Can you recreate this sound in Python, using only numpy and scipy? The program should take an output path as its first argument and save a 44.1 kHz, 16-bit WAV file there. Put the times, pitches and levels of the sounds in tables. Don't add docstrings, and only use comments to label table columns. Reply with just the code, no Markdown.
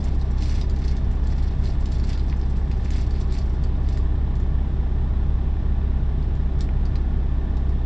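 import sys
import numpy as np
from scipy import signal
from scipy.fft import rfft, irfft, next_fast_len
from scipy.io import wavfile
from scipy.ndimage import uniform_filter1d

SR = 44100
rng = np.random.default_rng(int(sys.argv[2]) if len(sys.argv) > 2 else 0)


def transcribe(u):
    v = np.clip(np.atleast_2d(u).T, -1, 1)
    q = np.round(v * 32767).astype(np.int16)
    wavfile.write(sys.argv[1], SR, q)


N = 346386
TIME = np.arange(N) / SR
CYCLE_HZ, CYLINDERS = 5.41496, 6

# pitch_hz, level_db
RUMBLE_SPECTRUM = [(8, -6), (22, 1.5), (48, 3), (90, 2), (135, -1), (180, -5.5), (240, -10), (305, -8),
                   (348, -13), (378, -7.5), (405, -16), (440, -17.5), (520, -25.5), (2500, -85.5)]
# pitch_hz, level_db
AIR_SPECTRUM = [(500, -19.5), (1500, 6.5), (2600, -1.5), (3600, 1.5), (4200, -7.5), (5600, -8), (6200, -15),
                (7900, -18), (8300, -25.5), (10500, -32.5), (11500, -43)]
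# multiple_of_cycle_rate, level_db
BOOM_TONES = [(2, -49), (3, -44), (5, -44), (6, -25), (8, -46), (9, -33), (10, -50), (12, -24), (13, -44),
              (15, -44), (16, -51), (17, -47), (18, -38), (21, -44), (24, -47), (25, -46), (26, -50),
              (27, -39), (28, -51), (29, -51), (36, -42), (42, -53), (48, -53), (54, -56), (144, -65),
              (148, -62), (160, -62)]
# pitch_hz, level_db
BELT_TONES = [(14.7, -35.5), (80.6, -47.5), (89.5, -40), (110.2, -43), (142, -54), (209.5, -55.5),
              (231.5, -46), (264.5, -59)]
# pitch_hz, level_db
KNOCK_SPECTRUM = [(200, -21), (420, 4.5), (530, -4), (600, 1.5), (720, 0), (810, 1), (920, -4.5),
                  (990, 0.5), (1030, -6), (1130, -2.5), (1280, -10.5), (1900, -16), (2600, -19.5),
                  (8000, -67.5)]
# pitch_hz, width_hz, level_db
INJECTOR_RINGS = [(1426, 16, -67.5), (1735, 42, -64.5), (1796, 61, -63.5), (1828, 380, -66.5),
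                  (3580, 1500, -66.5)]
# hold_start_s, hold_length_s, relative_level_db
BAG_SQUEEZES = [(0.009, .08, -54), (0.418, 0.17, -47.3), (0.822, 0.1, -51.5), (1.282, .22, -54.5),
                (1.628, 0.072, -50.5), (1.929, 0.028, -51.5), (2.059, 0.046, -48), (2.295, 0.032, -55.5),
                (2.515, 0.042, -55), (2.857, 0.028, -54.5), (2.934, 0.068, -47.5), (3.135, 0.054, -52),
                (3.347, 0.026, -49.5), (3.646, 0.017, -66), (3.894, .04, -54.5)]
# pitch_hz, level_db
CRINKLE_SPECTRUM = [(500, -9.5), (1200, -5.5), (2100, -2.5), (3000, -5.5), (4400, 0), (5600, -2.5),
                    (6300, -6), (7700, -8), (8400, -16), (10200, -15.5), (11800, -27.5)]
# start_s, relative_level_db, relative_brightness_db
CREASE_SNAPS = [(0.0407, -30, 1), (0.213, -32.5, -14.5), (0.4216, -25.5, -19), (0.4563, -30, -26),
                (0.4944, -25.5, -30), (0.612, -23.5, -21), (0.696, -29, -11), (0.7614, -32, -20),
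                (0.8796, -26.5, -22), (0.9665, -31.5, -13), (1.1144, -41, -1), (1.271, -32.5, -1),
                (1.655, -29, -25), (1.807, -36.5, -6), (1.8566, -27.5, -13), (1.919, -29, -7),
                (1.9974, -30.5, -18), (2.038, -31, -14.5), (2.0914, -30, -22), (2.1307, -26.5, -30),
                (2.1746, -29, -32), (2.1948, -30, -28), (2.297, -31, -30), (2.4132, -35.5, -27),
                (2.714, -30.5, -25), (2.9047, -26.5, -2), (3.107, -33, -27), (3.211, -33, -25),
                (3.3228, -27, -8), (3.3393, -29, -18), (3.386, -28.5, -13), (3.637, -31, -17),
                (3.887, -29.5, -9), (3.9724, -30, -10), (4.354, -37.5, -8), (4.3994, -39, -5),
                (6.2253, -40, -23), (6.352, -41, -9), (6.59, -40, -10), (6.6066, -23, -12),
                (6.853, -32.5, -16), (6.955, -29.5, -22), (7.568, -35, -21), (7.6909, -38.5, -12)]
# start_s, relative_level_db, pitch_hz
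FOOD_TAPS = [(0.425, -29, 2600), (0.557, -33, 2480), (2.327, -25.5, 2130), (2.714, -30.5, 2400),
             (2.86, -30.5, 2300), (2.905, -30, 2400), (2.954, -31, 2320), (3.974, -29, 1680),
             (6.690, -28.5, 2170), (6.956, -32, 2200)]


def from_db(db):
    return 10 ** (np.asarray(db) / 20)


def unit(x):
    return x / np.sqrt(np.mean(x ** 2) + 1e-20)


def gain_at(spectrum, hz):
    pitch_hz, level_db = np.transpose(spectrum)
    return from_db(np.interp(np.log(hz + 1), np.log(pitch_hz + 1), level_db))


def colour_noise(x, spectrum):
    size = next_fast_len(N)
    gains = gain_at(spectrum, np.fft.rfftfreq(size, 1 / SR))
    return unit(irfft(rfft(x, size) * gains, size)[..., :N])


def colour_clicks(x, spectrum, size=1024):
    log_gain = np.log(gain_at(spectrum, abs(np.fft.fftfreq(size, 1 / SR))))
    response = np.fft.ifft(np.exp(np.conj(signal.hilbert(log_gain)))).real[:size // 2]
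    return signal.oaconvolve(x, response[None] / np.linalg.norm(response), axes=1)[:, :N]


def drift(rate_hz):
    hz = np.fft.rfftfreq(N, 1 / SR)
    return unit(irfft(rfft(rng.standard_normal(N)) * np.exp(-(hz / rate_hz) ** 2), N))


def stereo_noise(side_db):
    mid, side = rng.standard_normal((2, N))
    return mid + from_db(side_db) * np.array([side, -side])


def add(mix, start_s, sound):
    part = mix[..., max(round(start_s * SR), 0):][..., :sound.shape[-1]]
    part += sound[..., :part.shape[-1]]


def pop(hz, ring_cycles, size=400):
    turns = hz * np.arange(size) / SR
    wave = np.sin(2 * np.pi * turns) * np.exp(-turns / ring_cycles)
    return wave / abs(wave).max()


def rumble(level_db=-31.5):
    return from_db(level_db) * colour_noise(stereo_noise(side_db=-37.5), RUMBLE_SPECTRUM)


def air(level_db=-55.5):
    return from_db(level_db) * colour_noise(stereo_noise(side_db=-6), AIR_SPECTRUM)


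def boom(cycles, firing_waver=0.033, uneven_waver=0.11):
    out = np.zeros(N)
    for multiple, db in BOOM_TONES:
        uneven = multiple % CYLINDERS > 0
        turns = multiple * cycles + uneven * rng.random()
        waver = uneven_waver if uneven else firing_waver
        sway = np.interp(TIME, np.linspace(0, TIME[-1], num=24), rng.standard_normal(24))
        out -= from_db(db) * (1 + waver * sway) * np.sin(2 * np.pi * turns)
    return np.sqrt(2) * out


def belt_hum(slip_hz=.35):
    out = np.zeros(N)
    for hz, db in BELT_TONES:
        turns = np.cumsum(hz + slip_hz * drift(rate_hz=1.96)) / SR + rng.random()
        out += from_db(db) * np.sin(2 * np.pi * turns)
    return np.sqrt(2) * out


def firing_pulse(cycles, fade_s):
    age_s = (cycles * CYLINDERS % 1) / (CYCLE_HZ * CYLINDERS)
    return np.exp(-age_s / fade_s)


def knock(cycles, level_db=-45.5, repeat_share=.33, steady=2.4):
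    size = round(SR / CYCLE_HZ)
    pattern = rng.standard_normal(size)[(cycles % 1 * size).astype(int) % size]
    burn = np.sqrt(repeat_share) * pattern + np.sqrt(1 - repeat_share) * stereo_noise(side_db=-22)
    throb = steady + firing_pulse(cycles, fade_s=.014)
    return from_db(level_db) * colour_noise(burn * throb, KNOCK_SPECTRUM)


def injectors(cycles, steady=0.2):
    throb = uniform_filter1d(steady + firing_pulse(cycles, fade_s=.013), size=130)
    out = np.zeros(N)
    for hz, width_hz, db in INJECTOR_RINGS:
        pole = np.exp((2j * np.pi * hz - np.pi * width_hz) / SR)
        ring = signal.lfilter([1], np.poly([pole, pole]), rng.standard_normal(N)).real
        out += from_db(db) * unit(ring * throb)
    return out


def handling(grip_db_per_s=197, relax_db_per_s=187, stir_db=-62, stir_end_s=3.6, rest_db_per_s=29.5):
    effort_db = stir_db - rest_db_per_s * np.maximum(TIME - stir_end_s, 0)
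    for start_s, hold_s, db in BAG_SQUEEZES:
        before_s = np.maximum(start_s - TIME, 0)
        after_s = np.maximum(TIME - start_s - hold_s, 0)
        effort_db = np.maximum(effort_db, db - grip_db_per_s * before_s - relax_db_per_s * after_s)
    return from_db(effort_db)


def cab_echo(x, fade_s, wet_db, side_db, pan_db=-1.7, size=6000):
    t = np.arange(size) / SR
    echoes = rng.standard_normal((2, size)) * (rng.random((2, size)) < .15) * (t > .002)
    mid, side = echoes * from_db(-60 * t / fade_s)
    side = np.diff(side, prepend=0)
    response = mid + from_db(side_db) * np.array([side, -side])
    response *= from_db(wet_db) / np.linalg.norm(mid)
    response[:, 0] = 1
    return from_db([[pan_db / 2], [-pan_db / 2]]) * signal.oaconvolve(x[None], response, axes=1)[:, :N]


def crinkle(boost_db=1, top_creases_per_s=750):
    effort = handling()
    clumps = from_db(2 * drift(rate_hz=110))
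    creases_per_s = top_creases_per_s * np.sqrt(effort / effort.max())
    strengths = from_db(4 * np.minimum(rng.exponential(1, N), 2.8)) * rng.choice([-1, 1], N)
    flips = rng.random(N) < creases_per_s / SR
    clicks = clumps * strengths * flips / np.sqrt(creases_per_s)
    pitches_hz = np.geomspace(2000, 8000, num=12)
    pitch_choice = rng.integers(0, len(pitches_hz), N)
    film = np.zeros(N)
    for k, hz in enumerate(pitches_hz):
        film += signal.oaconvolve(clicks * (pitch_choice == k), np.sqrt(hz) * pop(hz, ring_cycles=.8))[:N]
    in_cab = cab_echo(film * effort, fade_s=0.047, wet_db=1, side_db=-6)
    level = from_db(boost_db) * np.sqrt(np.mean(effort ** 2))
    return level * unit(colour_clicks(in_cab, CRINKLE_SPECTRUM))


def snaps(boost_db=3, edge_db=7, flip_s=0.00078, settle_s=0.015, size=2200):
    t = np.arange(size) / SR
    buckle = (t / flip_s) ** 2 * np.exp(-t / flip_s)
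    wide_ring = pop(hz=4300, ring_cycles=.55)
    tight_ring = pop(hz=7300, ring_cycles=1.6)
    out = np.zeros(N)
    for start_s, db, bright_db in CREASE_SNAPS:
        flurry = .7 * np.exp(-t / settle_s) * (rng.random(size) < .035) * (t > 2 * flip_s)
        wide, tight = (buckle + flurry) * rng.choice([-1, 1], (2, size))
        body = unit(np.convolve(wide, wide_ring))
        edge = unit(np.convolve(tight, tight_ring))
        crack = body + from_db(bright_db + edge_db) * edge
        add(out, start_s, from_db(db) * crack / np.linalg.norm(crack))
    in_cab = cab_echo(out, fade_s=0.14, wet_db=-3, side_db=-1)
    return from_db(boost_db) * colour_clicks(in_cab, CRINKLE_SPECTRUM)


def taps(band_hz=(1450, 3800)):
    out = np.zeros(N)
    for start_s, db, hz in FOOD_TAPS:
        add(out, start_s, from_db(db) * pop(hz, ring_cycles=1))
    muffle = signal.butter(3, band_hz, btype="band", fs=SR, output="sos")
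    return cab_echo(signal.sosfilt(muffle, out), fade_s=0.026, wet_db=-6, side_db=-2.5)


def scene(first_firing_s=.0268):
    speed_hz = CYCLE_HZ * (1 + .0008 * drift(rate_hz=3))
    cycles = np.cumsum(speed_hz) / SR - first_firing_s * CYCLE_HZ
    background = rumble() + air()
    engine = boom(cycles) + belt_hum() + knock(cycles) + injectors(cycles)
    bag = crinkle() + snaps() + taps()
    return background + engine + bag


def record(dry, leak_hz=2.4, top_hz=11600, size=255):
    left = signal.lfilter([1, -1], [1, -np.exp(-2 * np.pi * leak_hz / SR)], dry[0])
    soft_ends = signal.windows.tukey(N, size / N)
    low_pass = signal.firwin(2 * size + 1, top_hz, window=("kaiser", 9), fs=SR)
    return signal.oaconvolve(np.array([left, dry[1]]) * soft_ends, low_pass[None], "same", axes=1)


dry = scene()
out = record(dry)
transcribe(out)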